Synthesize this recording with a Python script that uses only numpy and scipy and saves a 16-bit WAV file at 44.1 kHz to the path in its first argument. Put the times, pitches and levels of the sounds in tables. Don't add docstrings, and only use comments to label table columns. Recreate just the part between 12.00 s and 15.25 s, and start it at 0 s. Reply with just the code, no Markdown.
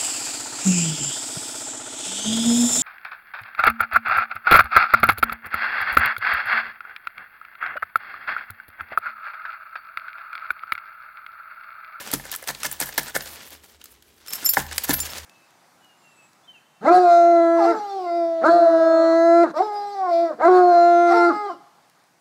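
import sys
import numpy as np
from scipy import signal
from scipy.fft import rfft, irfft
from scipy.io import wavfile
from scipy.ndimage import uniform_filter1d

SR = 44100
rng = np.random.default_rng(int(sys.argv[2]) if len(sys.argv) > 2 else 0)


def put_to_file(sound):
    columns = np.atleast_2d(sound).T
    safe = np.clip(columns, -1, 1)
    whole_steps = np.round(safe * 32767)
    wavfile.write(sys.argv[1], SR, whole_steps.astype(np.int16))


def gain_from_db(level_db):
    decades = np.asarray(level_db, float) / 20
    return 10 ** decades


N = 143325
T = np.arange(N) / SR


def unit(x):
    return x / np.sqrt(np.mean(x ** 2))


def colour(x, points):
    hz, db = np.array(points).T
    f = np.maximum(np.arange(N // 2 + 1) * SR / N, 1)
    gain = gain_from_db(np.interp(np.log(f), np.log(hz), db, left=-60))
    return irfft(rfft(x) * gain, N)


def walk(rate):
    k = int(SR / rate)
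    held = np.repeat(rng.standard_normal(N // k + 1), k)
    return unit(uniform_filter1d(held, k)[:N])


def crackle(rate, spread_db, smear_s):
    clicks = (rng.random(N) < rate / SR) * gain_from_db(spread_db * rng.exponential(size=N))
    envelope = signal.lfilter([1], [1, -np.exp(-1 / (smear_s * SR))], clicks)
    return unit(envelope * rng.standard_normal(N))


def halves(x):
    dull = signal.sosfiltfilt(signal.butter(2, 7800, fs=SR, output="sos"), x)
    return np.array([unit(dull), unit(x - dull)])


def patchy(x, depth_db, rate):
    spectrum = rfft(x)
    octave = np.log2(np.arange(N // 2 + 1) * SR / N + 1)
    total = 0
    for centre in np.arange(10, 15, 0.5):
        band = np.clip(1 - 2 * np.abs(octave - centre), 0, 1)
        total = total + irfft(spectrum * band, N) * gain_from_db(depth_db * walk(rate))
    return unit(total)


def ring(start, hz, t60):
    t = np.maximum(T - start, 0)
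    return np.sin(2 * np.pi * hz * t) * np.exp(-np.log(1000) * t / t60), t


def room_hum():
    # f/Hz, level/dB
    room_tone = [(15, -37), (30, -18), (64, 7.5), (120, -7.5), (427, 1), (489, -8), (641, -11),
                 (9070, -21.5), (16000, -30)]
    return unit(colour(rng.standard_normal(N), room_tone)) * gain_from_db(-63 + walk(6.57))


def tinkles():
    out = np.zeros(N)
    t = T[:SR // 20]
    for place, pitch, size in rng.random((400, 3)):
        i = int(place * (N - len(t)))
        ping = np.sin(2 * np.pi * 1400 * 11 ** pitch * t) * np.exp(-t / 0.0015)
        out[i:i + len(t)] += size ** 2 * ping
    return out


def bag():
    # t/s, level/dB
    hand = [(0, -39), (.1, -43.5), (.23, -48.5), (.35, -47.5), (.41, -51), (.6, -47), (.77, -46.5),
            (.9, -45), (1.12, -43.5), (1.3, -46), (1.55, -51), (1.72, -59.5), (2.2, -64.5), (2.33, -44),
            (2.66, -47), (2.92, -41), (3.13, -43.5), (3.25, -45.5)]
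    # f/Hz, level/dB
    plastic = [(88, -11), (150, -9), (348, -7), (391, -11), (439, -7), (1760, -7), (13700, -10),
               (16000, -14)]
    motion = gain_from_db(np.interp(T, *np.array(hand).T))
    dull = halves(colour(crackle(4000, 3.2, 0.00091), plastic))[0]
    bright = halves(colour(crackle(4000, 3.2, 0.00091), plastic))[1]
    rustle = gain_from_db(1.0 + 3.13 * walk(35)) * (dull + gain_from_db(-5.5 + 4.9 * walk(24.74)) * bright)
    return motion * (rustle + gain_from_db(7.5) * tinkles())


def knock_power():
    # t/s, peak level/dB, shares of case/dB, thick glass/dB, thin glass/dB
    shake = [(0.007, -26.5, -1.5, -17.5, -20), (0.072, -19.5, -5, -15, -14), (0.114, -18, -13, -11.5, -7),
             (0.136, -3, -28, -13.5, -6.5), (0.157, -17.5, -25, -12, -20), (0.196, -26, 2, -17, -23),
             (0.252, -20.5, -3, -14, -16), (0.315, -15.5, -22, -11, -5), (0.327, -19.5, -1.5, -10.5, -17),
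             (0.339, -12.5, -4.5, -11, -13), (0.349, -14, -26.5, -10, -7.5), (0.36, -14.5, -24, -18, -8),
             (0.425, -21, -1, -24, -9), (0.439, -29, -1, -3.5, -11), (0.474, -15, -21, -11, -7),
             (0.488, -14.5, -8, -10.5, -22), (0.508, -16.5, -11, -17, -12), (0.548, -22.5, -7.5, -5.5, -31),
             (0.602, -37, -4, 0, -11), (0.632, -7, -24.5, -5, -20), (0.651, -10.5, -11, -10.5, -17),
             (0.66, -12, -19, -19, -12), (0.713, -18.5, -11, -14, -3), (0.724, -18.5, -18, -20, -4),
             (0.801, -9, -10, -14.5, -7), (0.812, -10, -0.5, -12, -11), (0.822, -13, -20, -5, -21),
             (0.857, -26, -22.5, -15, -5), (0.889, -16, -7, -21, -9.5)]
    late = [
        (0.925, -24, -7, -9, -17),
        (0.978, -3, -2, -10, -9.5),
        (1.031, -20.5, -23, -17, -6),
        (1.095, -24.5, -2.5, -10, -18),
        (1.151, -11.5, -6, -13, -20),
        (1.172, -16.5, -16, -21, -4),
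        (1.206, -20, -4.5, -10.5, -19.5),
        (1.258, -24.5, -6.5, -7, -20),
    ]
    tip = [(2.262, -27, -15, -15.5, -11), (2.273, -24, -21, -9, -10), (2.281, -22.5, -21, -9.5, -10),
           (2.305, -20.5, -19.5, -10, -8), (2.333, -7.5, -23.5, -14, -8), (2.445, -13, -25.5, -16, -14),
           (2.459, -6.5, -32, -14, -17), (2.49, -3, -33, -20.5, -10.5), (2.535, -12.5, -10.5, -24, 1.5),
           (2.582, -12.5, -15, -17, -4), (2.665, -23, -11, -16, -9.5), (2.712, -20, -4, -9, -18),
           (2.728, -18, -20, -5.5, -18.5), (2.78, -5, -12, -8.5, -11.5), (2.836, -10.5, -24, -15.5, -9),
           (2.893, -6.5, -28, -16.5, -5), (2.936, -8.5, -23, -18, -12), (2.939, -4.5, -12.5, -14, -13),
           (2.991, -14, -14, -12, -13), (3.001, -10, -31, -20, -7)]
    # t/s, peak level/dB, shares of low/dB, middle/dB, top/dB
    snaps = [
        (1.504, -27.5, -27, -15, -8),
        (1.814, -26.5, -12, -11, -25),
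        (1.84, -21, -28, -13, -16),
        (1.856, -24, -30, -11, -16),
        (2.023, -38.5, -16, -6, -6),
    ]
    power = np.zeros((3, N))
    t = T[:SR // 10]
    crack = np.exp(-(t / 0.0035) ** 2)
    tail = gain_from_db(-11) * np.exp(-t / 0.0081)
    shape = (1 - np.exp(-t / 0.00061)) * (crack + tail)
    for s, db, *share_db in list(shake) + list(late) + list(tip) + list(snaps):
        i = int(s * SR)
        shares = gain_from_db(share_db)[:, None]
        power[:, i:i + len(t)] += (gain_from_db(db - 13.5) * shape * shares) ** 2
    return power


def slide_power():
    # middle t/s, level/dB, case share/dB, half length/s, thin over thick glass/dB
    slides = [(0.02, -46, 0, 0.049, 4.5), (0.141, -29.5, -1.5, 0.016, -2.5), (0.265, -43, 0.5, 0.028, -4.5),
              (0.328, -36, -7, 0.019, -4), (0.492, -29, -2.5, 0.021, -0.5), (0.656, -27.5, 0, .016, -2),
              (0.729, -39.5, -10, .011, 4), (.82, -28.5, -2.5, 0.023, 2), (0.883, -38.5, -6, 0.022, 2),
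              (.989, -23.5, -1.5, 0.011, 4.5), (1.087, -39, -5, 0.02, 2), (1.158, -25, 1, 0.012, 3.5),
              (1.266, -41, -10, 0.032, -3), (2.351, -36.5, -11, .027, 6), (2.431, -39, -1.5, 0.0139, -7),
              (2.461, -44.5, -6, .008, 5), (2.541, -27, -9, 0.0097, 3), (2.587, -30, 1, 0.024, -0.5),
              (2.722, -36.5, -4, 0.0071, -4), (2.846, -30, -9, 0.011, 2), (2.903, -24.5, -4.5, 0.023, 2),
              (2.941, -26, -3.5, 0.011, 3.5), (3.013, -33.5, -19, 0.0157, 5), (3.061, -34, -8, 0.0146, -3),
              (3.178, -38.5, -4.5, .027, -3)]
    power = np.zeros((3, N))
    rough = gain_from_db(2.46 * walk(250))
    for s, db, case_db, half, tilt_db in slides:
        envelope = gain_from_db(db) * rough * np.exp(-np.abs((T - s) / (0.92 * half)) ** 3.18)
        shares = gain_from_db([case_db, -4 - tilt_db / 2, -5.5 + tilt_db / 2])[:, None]
        power += (envelope * shares) ** 2
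    return power


def hollow_case(push):
    # f/Hz, width/Hz, level/dB
    resonances = [(486, 220, -3), (827, 347, -0.5), (1023, 78, 3), (1442, 134, 1.5), (1743, 137, 6),
                  (2114, 113, 1)]
    body = 0
    for k, (hz, width_hz, db) in enumerate(resonances):
        answer = signal.lfilter(*signal.iirpeak(hz, hz / width_hz, SR), push)
        body = body + (-1) ** k * gain_from_db(db) * answer
    return body


def chips():
    # f/Hz, level/dB
    glass = [(1180, -3.5), (2000, -10.5), (2490, -6), (5440, -3.5), (13600, -2), (14800, -1.5),
             (16000, -7.5)]
    knock, slide = knock_power(), slide_power()
    scrape = halves(patchy(colour(crackle(7900, 1.4, 0.00055), glass), 2.1, 150))
    crack = halves(patchy(colour(rng.standard_normal(N), glass), 3.9, 120))
    chip_sound = np.sqrt(slide[1:]) * scrape + gain_from_db(9) * np.sqrt(knock[1:]) * crack
    push = np.sqrt(slide[0]) * crackle(2500, 3.3, 0.00015)
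    push += gain_from_db(4) * np.sqrt(knock[0]) * rng.standard_normal(N)
    return chip_sound.sum(axis=0) + gain_from_db(11.5) * hollow_case(push)


def thumps():
    # t/s, level/dB, hollow knock/dB, drum share/dB, leg sway/dB
    hits = [
        (.136, -23.5, -21, 2.5, -60.5),
        (.492, -32.5, -21, -4.5, -63.5),
        (0.658, -34, -29, -3, -59.5),
        (.815, -30.5, -22.5, 0.5, -64),
        (0.98, -29, -19, 0, -72),
        (1.155, -30, -28, -6, -57.5),
        (2.428, -40.5, -47, 2.5, -58),
        (2.576, -22, -7, -3, -42.5),
        (2.895, -18.5, -19.5, 4.5, -42.5),
    ]
    # f/Hz, level/dB, time to fall 60 dB/s
    table_top = [(44.6, -19, 0.47), (136.9, -9, 0.24), (188.15, -4.5, .13), (213.8, -18.5, 0.37),
                 (344.3, -12, 0.15), (450.4, -4, 0.0704)]
    out = 0
    for s, db, knock_db, drum_db, sway_db in hits:
        drum = (282.7, drum_db + 6, 0.051)
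        for hz, mode_db, t60 in list(table_top) + [drum]:
            tone, t = ring(s, hz, t60)
            swell = 1 - np.exp(-t * hz / 0.53)
            out = out + gain_from_db(db + mode_db) * tone * swell
        sway, t = ring(s, 76.2, 2.9)
        out = out + gain_from_db(sway_db + 3.5) * sway * np.sin(np.pi * 4.04 * t)
        knock, t = ring(s - 0.002, 855, 0.012)
        out = out + gain_from_db(knock_db + 9) * knock * (1 - np.exp(-t / 0.0015))
    return out


def shards():
    # t/s, level/dB, flight/s
    ringing = [
        ([(5340, 0.5, 0.15), (7520, -14, 0.275), (12660, -1.5, .2), (14740, -12, 0.36)], [(2.282, -35, .14), (2.325, -29.5, 0.104), (2.447, -27.5, .085), (2.46, -15.5, 0.01), (2.468, -37, .06), (2.491, -27, 0.034), (3.003, -32, 0.0286), (3.102, -36.5, 0.011)]),
        ([(11450, -.5, 0.061)], [(2.337, -29, .02), (2.452, -11, 0.015), (2.461, -14, 0.036), (2.491, -12, .045)]),
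        ([(14070, 1, 0.097)], [(2.452, -25, .02), (2.491, -15, .035)]),
        ([(7165, -0.5, 0.19)], [(2.461, -16.5, .06), (2.714, -48, 0.01), (2.895, -26, 0.011), (3.003, -23, 0.03)]),
        ([(9985, -2, 0.052), (4630, -10.5, 0.067), (15590, -7, .09)], [(2.491, -15, 0.045), (2.933, -18, 0.037), (3.004, -22, 0.028)]),
        ([(12250, 1.5, 0.22), (15620, -11.5, .15)], [(.858, -33, .005), (2.838, -24.5, 0.0073), (2.933, -22, 0.054)]),
        ([(14500, 0.5, 0.134)], [(.83, -27, .004), (.94, -37.5, .014), (1.045, -36, 0.018), (1.22, -35.5, .03)]),
    ]
    out = 0
    for modes, clinks in ringing:
        for hz, mode_db, t60 in modes:
            power = 0
            for s, db, flight in clinks:
                t = np.maximum(T - s, 0)
                landing = np.maximum(t - flight, 0) / 0.0018
                fade = np.log(1000) * t / t60 + landing
                attack = np.minimum(t / 0.00035, 1)
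                power = power + (gain_from_db(db + mode_db) * attack * np.exp(-fade)) ** 2
            out = out + np.sqrt(power) * np.sin(2 * np.pi * hz * T) * gain_from_db(1.94 * walk(150))
    return out


def room_echo(near):
    t = T[:SR // 3]
    tail = rng.standard_normal(len(t)) * np.exp(-np.log(1000) * t / 0.36)
    tail *= t > 0.004
    return signal.fftconvolve(near, tail / np.sqrt(np.sum(tail ** 2)))[:N]


def scene():
    near = bag() + chips() + thumps() + shards()
    return (near + gain_from_db(-13.5) * room_echo(near) + room_hum())[None]


def band_limit(x):
    return signal.sosfilt(signal.butter(12, 17030, fs=SR, output="sos"), x)


def record(dry):
    low_pass = signal.ellip(12, 0.2, 45, 15850, fs=SR, output="sos")
    return band_limit(signal.sosfilt(low_pass, dry))


dry = scene()
out = record(dry)
put_to_file(out)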